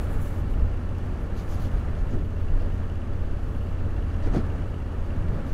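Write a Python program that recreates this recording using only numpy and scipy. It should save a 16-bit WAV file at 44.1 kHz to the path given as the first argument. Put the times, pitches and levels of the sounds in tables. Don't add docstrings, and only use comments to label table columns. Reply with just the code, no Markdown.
import sys
import numpy as np
from scipy import signal
from scipy.io import wavfile

SR = 44100
rng = np.random.default_rng(int(sys.argv[2]) if len(sys.argv) > 2 else 0)


def voltage_ratio(level):
    return 10 ** (np.asarray(level, float) / 20)


def unload_audio(sound):
    columns = np.transpose(np.atleast_2d(sound))
    steps = np.round(np.clip(columns, -1, 1) * 32767)
    wavfile.write(sys.argv[1], SR, steps.astype(np.int16))


N = 244181
CONTROL_STEP = 64

# t/s, speed/rpm
CRANK_SPEED = [(0.0, 2056), (0.4, 2049), (0.79, 2041), (1.19, 2033), (1.58, 2039), (1.98, 2032),
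               (2.37, 2025), (2.77, 2031), (3.17, 2026), (3.56, 2025), (3.96, 2026), (4.35, 2008),
               (4.75, 1984), (5.14, 1990), (5.54, 2001)]
# t/s, load level/dB (half its swing about the mean is heard)
ENGINE_LOAD = [(.1, -54), (.4, -28.5), (.66, -33), (.9, -29.5), (1.31, -41), (1.66, -33), (1.96, -43.5),
               (2.14, -30), (2.47, -30), (2.56, -34), (3.54, -33), (3.68, -35), (3.77, -30.5), (4.5, -31.5),
               (4.66, -37), (5.15, -33.5), (5.32, -46), (5.45, -32.5)]
# multiple of the four-stroke cycle, level/dB rms
EXHAUST_ORDERS = [(1, -40.3), (2, -41.3), (3, -40.1), (4, -51.9), (5, -33.5), (6, -41.2), (7, -50.3),
                  (8, -51.4), (11, -55.9), (13, -56.9), (14, -50.5), (16, -52.9), (22, -65.0), (26, -64.0),
                  (34, -65.5)]
PIPE_LAG = [(1, -.05), (2, -.05), (3, .3), (6, .3), (8, .05), (14, .14)]
# position/share of cycle, level/dB
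KNOCKS = [(.135, 1), (.10, -4), (.33, -8), (.45, -5), (.53, -5), (.84, -7)]
# f/Hz, width/Hz, level/dB
CASING_MODES = [(1800, 140, 1.5), (2320, 220, -12), (2530, 64, -4), (2730, 57, 2.5), (2950, 59, 1),
                (3405, 130, -4), (4670, 520, -7.5), (6240, 1200, -9), (9000, 3000, -7.5)]
# f/Hz, level/dB per Hz
WIND_SPECTRUM = [(8, 1.5), (26, -2.5), (50, -9), (72, -9), (110, -14), (290, -22.5), (560, -29.5),
                 (720, -33.5), (1250, -35), (1800, -41.5), (2500, -51.5), (5000, -64), (9500, -67),
                 (15900, -87)]
# t/s, level/dB
AIRFLOW = [(0, 4), (.4, 1), (.95, -0.5), (1.6, 2), (1.9, 2), (2.3, -2.5), (2.6, 1), (3.0, -1.5), (4.0, 0),
           (4.2, 1.5), (4.3, 5), (4.42, 2.5), (4.85, -1.5), (5.1, 1), (5.54, 2)]
# f/Hz, share of the swing
AIRFLOW_SHARE = [(40, 0.58), (150, 0.97), (420, 0.48), (1300, 0.92), (9000, 1.01), (14000, .3)]
# t/s, level over the steady wind/dB, length/s, centre f/Hz
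BUFFETS = [(0.007, 12, 0.18, 60), (0.416, 1, 0.024, 149), (0.597, 9.5, 0.18, 55), (.76, -1, .1, 40),
           (1.0, 1, 0.052, 40), (1.125, 5, 0.08, 44.8), (1.496, 5, .04, 60), (1.656, 5, 0.092, 55),
           (1.806, 12, 0.18, 43.7), (1.91, 4, 0.078, 150), (2.019, 10.5, 0.068, 35.5),
           (2.158, 7.5, 0.096, 280), (2.22, 4, .06, 30), (2.35, 2, .08, 40), (2.51, 11, 0.2, 25),
           (2.622, 5.5, 0.19, 35), (2.65, 4.5, .06, 400), (2.805, 1, 0.13, 44.7), (3.236, 8.5, 0.054, 40),
           (3.45, 7.5, 0.19, 45.5), (3.974, 9, 0.073, 40.3), (4.11, -4, 0.024, 150),
           (4.314, 12, 0.11, 40.4), (4.379, 9, 0.088, 170), (4.914, -3, .05, 148), (4.982, 7, 0.052, 35),
           (5.1, 8, 0.045, 45), (5.297, 7.5, 0.16, 130), (5.354, 2.5, 0.17, 600), (5.486, 3.5, 0.13, 150)]
# f/Hz, level/dB per Hz
WIDE_GAP = [(2400, -15), (3200, -3.5), (4000, -4), (4800, -2.5), (5300, -9), (6000, -34)]
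MIDDLE_GAP = [(4800, -20), (5600, 1.5), (6300, 4), (7300, -4), (8000, -17), (9500, -29)]
NARROW_GAP = [(6200, -27), (7000, -4), (7600, -4), (8400, -12), (9200, -8), (10200, -3), (11200, -8),
              (12500, -2), (14000, -5.5), (15900, -12)]
LEAK_DB = [-66, -71, -74]
# t/s, wide gap level/dB, middle gap over it/dB, narrow gap over it/dB
GUSTS = [(.03, -62.5, -8, 2), (.125, -67, -4, 8), (.225, -65, 0, 9), (.27, -67, 0.1, 8),
         (.385, -73, -1, 2.1), (.51, -69, -7, 3), (1.06, -68, -5, -6), (1.22, -74, -8, 5),
         (1.385, -53, -5.5, -11), (1.51, -54, -1, -9), (1.55, -58, -1.1, -5), (1.615, -55, -4, -8),
         (1.645, -54, -6, -10.1), (1.79, -59, -14, -13), (1.99, -63.5, -2, -8), (2.12, -60, -1.1, -15),
         (2.42, -66, -7, -11), (2.62, -59, -29, -12), (2.73, -66, -7, -8), (4.11, -66, -14, -16),
         (4.25, -54.5, -5, -28), (4.345, -56, 0, -28), (4.375, -51.5, -11, -28), (5.35, -61, -15, -16),
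         (5.48, -61, -4, -8)]
# start t/s, end t/s, level over the leak/dB
HEAD_TURNS = [
    (-.1, .42, 10),
    (1.37, 1.81, 6.5),
    (3.42, 3.72, 2.5),
]
TURN_OPENS = [0.29, 0.42, 1.05]
# t/s, peak level/dB, bright ring over the dull one/dB
GRIT = [
    (.9835, -47, 1),
    (1.0585, -54, -5),
    (1.137, -54, -14),
    (1.161, -55, -14),
    (1.175, -55, -14),
    (1.8005, -56, -3),
    (2.108, -52, -12),
    (2.621, -53, -10),
]
# f/Hz, width/Hz
GRIT_RINGS = [(5600, 3000), (13000, 3500)]
# t/s, level/dB rms, rise/s, fall/s
JOLTS = [
    (2.125, -33.5, 0.01, 0.017),
    (4.255, -29.5, 0.0064, 0.012),
    (4.331, -22.5, 0.011, 0.026),
]
# f/Hz, width/Hz, level/dB
BODY_MODES = [(119, 32, 0), (335, 95, 0), (680, 300, -7.5), (990, 330, -12.5), (1330, 340, -14)]
# f/Hz, width/Hz, level/dB
HOUSING = [(570, 97, 2.5), (1007, 99, -3.5), (1244, 73, -1), (3760, 140, -0.5), (4790, 300, 0),
           (5110, 330, -3.5), (6460, 760, 0), (7400, 570, -1.5), (10900, 880, 0), (13400, 1500, -6.5)]


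def rms_one(x):
    return x / np.sqrt(np.mean(x ** 2) + 1e-20)


def in_time(rows):
    s, *columns = np.transpose(rows)
    return [np.interp(np.arange(N) / SR, s, column) for column in columns]


def at_log(points, x):
    places, values = np.transpose(points)
    return np.interp(np.log(x), np.log(places), values)


def every_sample(coarse):
    return np.interp(np.arange(N) / CONTROL_STEP, np.arange(len(coarse)), coarse)


def swell(s, rise, fall):
    t = np.arange(0, N, CONTROL_STEP) / SR - s
    return np.exp(-(t / np.where(t < 0, rise, fall)) ** 2)


def drift(rate_hz):
    r = np.exp(-80 * np.pi * rate_hz / SR)
    white = rng.standard_normal(N // 40 + 2002)
    slow = signal.lfilter([1], [1, -2 * r, r * r], white)[2000:]
    return np.interp(np.arange(N) / 40, np.arange(len(slow)), rms_one(slow))


def resonance(x, hz, width_hz):
    r = np.exp(-np.pi * width_hz / SR)
    feedback = [1, -2 * r * np.cos(2 * np.pi * hz / SR), r * r]
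    return signal.lfilter(np.array([1, 0, -1]) * (1 - r * r) / 2, feedback, x)


def bands(spectrum, count):
    white = rng.standard_normal((2, N + SR // 2))
    edges = np.geomspace(spectrum[0][0], spectrum[-1][0], count + 1)
    for k, (low, high) in enumerate(zip(edges, edges[1:])):
        hz = np.sqrt(low * high)
        band_pass = signal.butter(2, [low, high], "band", fs=SR, output="sos")
        band = signal.sosfilt(band_pass, white[k % 2])[SR // 2:]
        yield hz, voltage_ratio(at_log(spectrum, hz)) * band


def drone(cycle):
    first_firing, firing_gap = .15, .375
    middle = first_firing + firing_gap / 2
    load_db = in_time(ENGINE_LOAD)[0]
    out = 0
    for k, level_db in EXHAUST_ORDERS:
        k = round(k)
        sign = np.sign(np.cos(np.pi * k * firing_gap) + 1e-3)
        wobble = .0018 * k * drift(4.0)
        turns = k * (cycle - middle) - at_log(PIPE_LAG, k) + wobble
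        strength = np.sqrt(2) * voltage_ratio(level_db + 1.0 * drift(7.1))
        out = out + sign * strength * np.cos(2 * np.pi * turns)
    return out * voltage_ratio(.5 * (load_db - np.mean(load_db)))


def casing(cycle):
    gate = .35
    turns = int(cycle[-1]) + 2
    for share, level_db in KNOCKS:
        since = (cycle - share) % 1 / .015
        strength = voltage_ratio(level_db + 1.5 * rng.standard_normal(turns))
        gate = gate + strength[(cycle - share).astype(int)] * since * np.exp(1 - since)
    knocks = gate * rng.standard_normal(N)
    ring = 0
    for k, (hz, width_hz, db) in enumerate(CASING_MODES):
        mode = rms_one(resonance(knocks, hz, width_hz))
        ring = ring + voltage_ratio(db) * mode * (-1) ** k
    return voltage_ratio(-61) * rms_one(ring)


def wind():
    buffet_octaves = 0.87
    flow_db = in_time(AIRFLOW)[0]
    together = drift(34.0)
    lumps_db = 2.5 * drift(6.5)
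    slaps_db = np.array([db * swell(s, length / 2, length / 2) for s, db, length, _ in BUFFETS])
    centres_hz = np.array(BUFFETS)[:, -1]
    out = 0
    for hz, band in bands(WIND_SPECTRUM, count=28):
        nearness = np.exp(-(np.log2(hz / centres_hz) / buffet_octaves) ** 2)
        gust_db = at_log(AIRFLOW_SHARE, hz) * flow_db + every_sample(nearness @ slaps_db)
        gust_db = gust_db + lumps_db / (1 + (hz / 120) ** 2)
        out = out + band * voltage_ratio(gust_db + 0.5 * together + 0.44 * drift(15.6))
    return voltage_ratio(-25) * rms_one(out)


def gap_flow():
    t = np.arange(0, N, CONTROL_STEP) / SR
    edge_s, gust_rise_s, gust_fall_s = .008, 0.019, 0.027
    turned_db = 0
    for start, end, db in HEAD_TURNS:
        begun = 1 + np.tanh((t - start) / edge_s)
        lasting = 1 - np.tanh((t - end) / edge_s)
        turned_db = turned_db + db / 4 * begun * lasting
    power = voltage_ratio(2 * (np.c_[LEAK_DB] + np.c_[TURN_OPENS] * turned_db))
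    for s, db, middle_db, narrow_db in GUSTS:
        gust_db = db + np.array([[0], [middle_db], [narrow_db]])
        power = power + voltage_ratio(2 * gust_db) * swell(s, gust_rise_s, gust_fall_s)
    return [every_sample(10 * np.log10(p)) for p in power]


def hiss(spectrum, level_db):
    jet = sum(band * voltage_ratio(1.5 * drift(20.0)) for _, band in bands(spectrum, count=8))
    return rms_one(jet) * voltage_ratio(level_db + .8 * drift(40.0))


def gusts():
    wide_db, middle_db, narrow_db = gap_flow()
    wide = hiss(WIDE_GAP, wide_db - 3.5)
    middle = hiss(MIDDLE_GAP, middle_db - 4.0)
    narrow = hiss(NARROW_GAP, narrow_db + 0.5)
    return wide + middle + narrow


def grit():
    out, t = np.zeros(N), np.arange(400) / SR
    cracks = rng.standard_normal((len(GRIT), len(t))) * np.exp(-t / .0018)
    for (s, peak_db, bright_db), crack in zip(GRIT, cracks):
        dull, bright = (resonance(resonance(crack, *ring), *ring) for ring in GRIT_RINGS)
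        tick = dull / np.abs(dull).max() + voltage_ratio(bright_db) * bright / np.abs(bright).max()
        out[round(s * SR):][:len(t)] += voltage_ratio(peak_db) * tick
    return out


def jolts():
    t, shake = np.arange(N) / SR, 0
    for s, level_db, rise, fall in JOLTS:
        since = np.maximum(t - s, 0)
        envelope = (1 - np.exp(-since / rise)) * np.exp(-(since / (2 * fall)) ** 2)
        shake = shake + voltage_ratio(level_db) * envelope
    rattle = shake * rng.standard_normal(N)
    body = []
    for hz, width_hz, db in BODY_MODES:
        evened = np.sqrt(SR / (np.pi * width_hz))
        body.append(voltage_ratio(db) * evened * resonance(rattle, hz, width_hz))
    return sum(body[::2]) - sum(body[1::2])


def scene():
    cycle = -.05 + 1 + np.cumsum(in_time(CRANK_SPEED)[0]) / (120 * SR)
    engine = drone(cycle) + casing(cycle)
    air = wind() + gusts()
    return (engine + air + grit() + jolts())[None]


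def band_limit(x):
    return signal.sosfilt(signal.butter(12, 16050, fs=SR, output="sos"), x)


def record(dry):
    for hz, width_hz, level_db in HOUSING:
        dry = dry + (voltage_ratio(level_db) - 1) * resonance(dry, hz, width_hz)
    rounded = .45 * np.tanh(dry / .45)
    top_cut = signal.ellip(12, .5, 60, 15730, fs=SR, output="sos")
    mix = signal.sosfilt(top_cut, rounded)
    return band_limit(mix)


dry = scene()
out = record(dry)
unload_audio(out)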